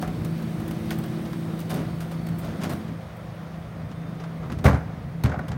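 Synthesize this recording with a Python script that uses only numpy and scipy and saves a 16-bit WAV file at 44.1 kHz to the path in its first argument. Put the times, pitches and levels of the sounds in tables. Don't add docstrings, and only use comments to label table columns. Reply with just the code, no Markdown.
import sys
import numpy as np
from scipy import signal
from scipy.fft import rfft, irfft, next_fast_len
from scipy.io import wavfile
from scipy.ndimage import uniform_filter1d, map_coordinates

SR = 44100
rng = np.random.default_rng(int(sys.argv[2]) if len(sys.argv) > 2 else 0)


def persist_wave(psi):
    counts = np.round(np.clip(psi, -1, 1) * 32767).astype(np.int16)
    wavfile.write(sys.argv[1], SR, np.atleast_2d(counts).T)


N = 245637

# t/s, f/Hz, level/dB, hydraulic load/dB
ENGINE = [(0, 163.5, -31.5, -3), (.9, 163.5, -33, 3.5), (1.6, 163.5, -31, -1), (1.9, 165, -32, -3.5),
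          (2.3, 165.5, -31.5, -6.5), (2.75, 165, -36, -2.5), (2.95, 165, -32.5, -13.5),
          (3.15, 165, -48.5, -15), (3.45, 164, -34.5, -16), (3.6, 164, -37.5, -17),
          (3.9, 163.5, -34.5, -19), (4.5, 163.5, -35, -16), (5.57, 163.5, -37.5, -25)]
# f/Hz, level/dB
GLINT_COLOUR = [(9000, -27), (12000, -9), (14000, 4), (16000, 3)]


def amp(db):
    return np.exp(np.asarray(db) * np.log(10) / 20)


def unit(x):
    return x / np.sqrt(np.mean(x ** 2) + 1e-20)


def curves(rows):
    times, *columns = np.transpose(rows)
    return [np.interp(np.arange(N) / SR, times, column) for column in columns]


def wobble(rate):
    coarse = np.arange(0, N + 32, 32)
    points = rng.standard_normal(int(N * rate / SR) + 4)
    return np.interp(np.arange(N), coarse, map_coordinates(points, [coarse * rate / SR]))


def filtered(x, response):
    size = next_fast_len(N + SR // 2)
    return irfft(rfft(x, size) * response(np.fft.rfftfreq(size, 1 / SR)), size)[:N]


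def noise(colour, patchy_db):
    spectra = signal.stft(rng.standard_normal(N), nperseg=512)[2]
    patches = uniform_filter1d(rng.standard_normal(spectra.shape), size=6, axis=0)
    patches = uniform_filter1d(patches, size=12, axis=1)
    white = signal.istft(spectra * amp(patchy_db * unit(patches)), nperseg=512)[1][:N]
    f, db = np.transpose(colour)
    return unit(filtered(white, lambda hz: amp(np.interp(np.log(hz + 1), np.log(f), db, -120, -120))))


def engine_hum(shaft, hum_db, load_db):
    # multiple, level/dB at a load of 0 dB
    loaded = [(5, -48.5), (7, -45), (10, -44), (11, -67), (12, -39), (13, -74), (14, -53.5), (17, -50.5),
              (18, -42), (20, -49.5), (21, -54.5), (27, -56)]
    # multiple, level/dB
    exhaust = [(6, -49.5), (7.5, -48.5), (10.5, -49), (16, -61.5), (24, -74.5)]

    def tone(multiple, db, waver_db):
        lag = 0.12 * (multiple - 9) ** 2
        strength = np.sqrt(2) * amp(db + waver_db * wobble(12))
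        return strength * np.cos(multiple * shaft - lag + 0.33 * wobble(3.99))

    hum = tone(9, hum_db, waver_db=2.5)
    hum += sum(tone(multiple, db + load_db, waver_db=2) for multiple, db in loaded)
    return hum + sum(tone(multiple, db, waver_db=5.5) for multiple, db in exhaust)


def truck_rumble(shaft):
    # t/s, rumble level/dB, boom level/dB (both relative)
    swells = [(0, -29, -34.5), (.4, -36, -36.5), (1, -38.5, -37), (1.54, -39.5, -35), (1.86, -31, -36),
              (2.02, -35, -40.5), (2.26, -34.5, -37.5), (2.7, -37, -32), (3.15, -39, -48.5),
              (3.45, -41.5, -44), (3.75, -36.5, -43.5), (4.27, -38.5, -38.5), (4.55, -27.5, -33),
              (4.76, -32.5, -38.5), (5.1, -35.5, -40.5), (5.3, -39, -32.5), (5.46, -36, -36.5),
              (5.57, -24, -40)]
    # f/Hz, level/dB
    rumble_colour = [(20, -44), (35, -19.5), (55, -5.5), (80, -7), (120, -5), (160, -7.5), (200, -23),
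                     (260, -48.5)]
    boom_colour = [(130, -16), (180, -1), (230, 0), (300, -6.5), (380, -14.5), (450, -11.5), (600, -63)]
    rumble_db, boom_db = curves(swells)
    throb_db = 1.6 * np.cos(1.5 * shaft) + 1.1 * wobble(9)
    rumble = amp(rumble_db + throb_db) * noise(rumble_colour, patchy_db=1.5)
    boom = amp(boom_db - 2.5 + throb_db) * noise(boom_colour, patchy_db=1.5)
    return rumble + boom


def clatter_and_hiss(shaft, load_db):
    # f/Hz, level/dB
    clatter_colour = [(210, -20), (350, -12), (458, -8.5), (493, -3), (651, -5.5), (706, -4), (845, -11.5),
                      (1230, -11), (1610, -16.5), (2020, -17.5), (3000, -30.5), (3900, -43.5), (6600, -120)]
    hiss_colour = [(1470, 2), (2500, 1), (2710, -2), (2930, 0), (3170, 0.5), (3830, -0.5), (4140, -3.5),
                   (4570, -3.5), (7000, -10.5), (9100, -73), (15400, -120)]
    fizz_colour = [(4120, -29.5), (7000, -18.5), (7250, -2), (8560, 3.5), (10200, -0.5), (15000, -1),
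                   (16000, 5)]
    firing = np.cos(3 * shaft)
    clatter = amp(-43.5 + 0.092 * load_db + 0.49 * firing + 0.75 * wobble(10))
    clatter *= noise(clatter_colour, patchy_db=0.35)
    hiss = amp(-52.5 + 0.32 * load_db + 0.38 * firing + 0.6 * wobble(25.11))
    hiss *= noise(hiss_colour, patchy_db=0.8)
    fizz = amp(-59 + 0.47 * load_db + 0.32 * wobble(29.94)) * noise(fizz_colour, patchy_db=1.0)
    return clatter + hiss + fizz


def ram_squeaks():
    # t/s, length/s, f/Hz, level/dB
    squeals = [(0, .03, 4450, -60), (.07, .42, 4460, -65), (1.88, .12, 4500, -65), (2.08, .15, 4470, -65),
               (2.235, .06, 4440, -62), (2.31, .06, 4420, -62), (3.78, .5, 3600, -68),
               (4.765, .03, 9450, -70)]
    t, squealing = np.arange(N) / SR, np.zeros(N)
    drift_cycles = np.cumsum(20 * wobble(60)) / SR
    flicker = amp(3 * wobble(50))
    for start, length, hz, db in squeals:
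        swell = np.sin(np.pi * np.clip((t - start) / length, 0, 1)) ** (1 / 4)
        squealing += np.sqrt(2) * amp(db) * swell * np.sin(2 * np.pi * (hz * t + drift_cycles))
    return flicker * squealing


def ticks_and_scrapes():
    # t/s, relative crackle level/dB, body/dB and sizzle/dB compared with the crackle
    ticks = [(0.0245, -31.5, 11, -10), (.0756, -38.5, 0, -1.5), (.2467, -33, 1.5, -1.8),
             (0.425, -40, 8, -19.5), (.601, -39.5, -3, -2), (.6786, -36.5, 5, 1), (.709, -33.5, 1, -1.1),
             (.9058, -24, 2.5, -5.5), (.955, -55, 3, 6), (.9858, -45, 6, 7), (1.037, -37, 8, -2.5),
             (1.2538, -36, 2, -11), (1.33, -38.5, 6.5, -16), (1.5906, -38, -6, -2), (1.6012, -39.5, -6, 1),
             (1.6114, -39, -8.5, -7), (1.741, -37, 6, 2.5), (2.0044, -33, 5, -5), (2.2665, -39.5, 2, -1.5),
             (2.287, -45, 10, 1), (2.4494, -54, 0, 8), (2.8794, -44, 13, -11), (3.1664, -54, 0, 3),
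             (3.913, -41, 6, -20.5), (4.1525, -46, 0, -17), (4.1993, -37, 7, -25), (4.2366, -37, 9.5, -25),
             (4.4993, -38, 11, -19), (4.519, -33, 3, -9), (4.5862, -38, 4, -11), (4.707, -40, 13, -18.5),
             (4.7294, -40, 15, -18), (5.237, -26, 5, -5.5), (5.2673, -46, 11, -25),
             (5.293, -38.5, 10.5, -25), (5.3897, -43.5, 17, -5), (5.4816, -36, 2, -4.5),
             (5.516, -37, 5.5, -25)]
    # the same columns, then rise/s
    scrapes = [(.012, -40, 5, -1.5, .005), (.035, -58, 23, -11.5, 0.0067), (.914, -37.5, -15, -6, .004),
               (1.694, -32, 6, -4, 0.013), (1.75, -40, 7.5, -8.5, 0.024), (2.009, -46, 8, -2, 0.015),
               (2.11, -42, 8.5, -4, 0.0087), (2.381, -44, 6, 3, 0.011), (2.415, -42, 10, -17.5, 0.044),
               (2.605, -37.5, 4, -12, 0.016), (2.633, -30.5, 5, -5, 0.0055),
               (2.693, -34.5, 7.5, -3, 0.0069), (2.72, -55, 4, 4, .018), (4.425, -52, 22.5, -14.5, 0.0064),
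               (4.64, -26.5, 12.5, -6, 0.0053), (4.652, -27.5, 17, -6, 0.0079), (4.68, -38.5, 13, -5, .006),
               (4.735, -47.5, 15.5, -13, 0.013), (5.249, -36.5, 15, -15, .006),
               (5.313, -47, 21.5, -22, .005), (5.335, -58, 22.5, -20.5, .008),
               (5.42, -56.5, 20, -15.5, 0.089)]
    # f/Hz, level/dB
    body = [(210, -37), (350, -10.5), (529, -5.5), (606, -4.5), (908, -10.5), (1410, -11), (1750, -16.5),
            (1830, -20.5), (1980, -16), (3000, -33.5), (3900, -59), (6600, -120)]
    crackle = [(1500, -3), (2800, 5), (4500, 0), (6500, -3), (9000, -14.5), (12000, -18.5), (16000, -42)]
    sizzle = [(6000, -20), (8500, 2.5), (11000, -2), (13500, -2), (16000, -13)]
    colours, fade_scales = (body, crackle, sizzle, GLINT_COLOUR), (1.49, 0.92, 0.64, 0.6)
    tick_rise_s, tick_fade_s = 0.00062, 0.055
    contacts = [(*row, tick_rise_s, tick_fade_s) for row in ticks]
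    contacts += [(*row, 0.058 + 6.1 * row[-1]) for row in scrapes]
    t, envelopes = np.arange(SR // 3) / SR, np.zeros((4, N + SR))
    for start, db, body_db, sizzle_db, rise_s, fade_s in contacts:
        glint_db = -2 + 1.9 * sizzle_db
        part_dbs = (body_db, 0, sizzle_db, glint_db)
        for envelope, part_db, fade_scale in zip(envelopes, part_dbs, fade_scales):
            fall_db = -60 * t / (fade_scale * fade_s)
            tail = amp(-16.5 + fall_db / 3.4)
            burst = (1 - np.exp(-t / rise_s)) * (amp(fall_db) + tail)
            envelope[round(start * SR):][:len(t)] += amp(db + part_db - 10) * burst / burst.max()
    grain = amp(1.97 * wobble(400))
    parts = [envelope[:N] * noise(colour, patchy_db=1.0) for envelope, colour in zip(envelopes, colours)]
    return grain * sum(parts)


def hollow_blows():
    # t/s, relative level/dB, driven f/Hz
    blows = [(.026, -19, 643), (.04, -36, 149), (.078, -26, 700), (.6, -31, 448), (.909, -16.5, 2010),
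             (1.722, -23, 450), (1.738, -17.5, 300), (1.76, -24, 350), (1.79, -17, 245), (2.44, -26, 220),
             (2.638, -33, 1300), (2.668, -22, 253), (2.887, -21, 197), (4.511, -21, 199),
             (4.645, -12.5, 390), (4.654, 0, 88.5), (4.656, -19, 1300), (4.668, -5, 173), (4.689, -10, 168),
             (4.708, -25, 700), (4.721, -24, 80), (4.73, -15, 700), (4.737, -9, 123), (4.755, -20.5, 1500),
             (4.785, -32, 1200), (4.825, -29, 800), (4.9, -28, 800), (5.237, -22, 1500), (5.243, -5.5, 123),
             (5.258, -20, 270), (5.272, -26, 720), (5.296, -28, 1500), (5.317, -27, 760),
             (5.319, -18.5, 1550), (5.335, -24, 700), (5.36, -23.5, 1550), (5.39, -23, 120),
             (5.391, -19.5, 1400), (5.5, -19.5, 119)]
    # f/Hz, relative level/dB, time to fade by 60 dB/s
    notes = [(76.5, 3, 0.4), (88.5, -5.5, 0.25), (113.5, 5, 0.16), (131.5, 0.5, 0.12), (197.4, 2, 0.12),
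             (271.3, -1.5, 0.17), (310.5, -10.5, 0.26), (351.8, -1.5, 0.068), (406.3, -5.5, 0.21),
             (498, -21, 0.11), (606, -1.5, 0.082), (739, 4, 0.064), (905, -20, 0.1), (1316, -29, 0.053),
             (1466, -9.5, 0.063), (1500, 0, 0.03), (1856.3, -9, 0.058), (2212, -9, 0.036)]
    t, ringing = np.arange(SR // 3) / SR, np.zeros(N + SR)
    hz, note_db, fade_s = np.transpose(notes)
    attack = 1 - np.exp(-t / 0.0021)
    rings = amp(-60 * t / fade_s[:, None]) * np.sin(2 * np.pi * hz[:, None] * t) * attack
    for start, db, driven_hz in blows:
        scatter_db = 1.1 * rng.standard_normal(len(notes))
        off_pitch_db = -9 * np.log2(hz / driven_hz) ** 2
        ringing[round(start * SR):][:len(t)] += amp(db - 7 + note_db + scatter_db + off_pitch_db) @ rings
    return ringing[:N]


def rubbish_flakes(load_db):
    flakes_per_s, fade_s = 22, 0.02
    gaps, sizes = -np.log(1 - rng.random((300, 2))).T
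    starts = np.cumsum(gaps * SR / flakes_per_s).astype(int)
    strengths = amp(-59.5 + 4.5 * sizes)
    clicks = np.bincount(starts[starts < N], strengths[starts < N], minlength=N)
    envelope = signal.lfilter([1], [1, -amp(-60 / (fade_s * SR))], clicks)
    return amp(load_db) * envelope * noise(GLINT_COLOUR, patchy_db=4.0)


def scene():
    hum_hz, hum_db, load_db = curves(ENGINE)
    shaft = 2 * np.pi * np.cumsum(hum_hz / 9) / SR
    hits = ticks_and_scrapes() + hollow_blows()
    echo = amp(-18) * np.pad(hits, (round(0.023 * SR), 0))[:N]
    truck = engine_hum(shaft, hum_db, load_db) + truck_rumble(shaft) + clatter_and_hiss(shaft, load_db)
    return (truck + ram_squeaks() + rubbish_flakes(load_db) + hits + echo)[None]


def record(dry):
    bass_cut_hz, peak_limit, top_hz = 40, 1.05, 15900
    thin = filtered(dry[0], lambda hz: (1j * hz / (bass_cut_hz + 1j * hz)) ** 4)
    rounded = thin / (1 + np.abs(thin / peak_limit) ** 6) ** (1 / 6)
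    return filtered(rounded, lambda hz: hz < top_hz)[None]


dry = scene()
out = record(dry)
persist_wave(out)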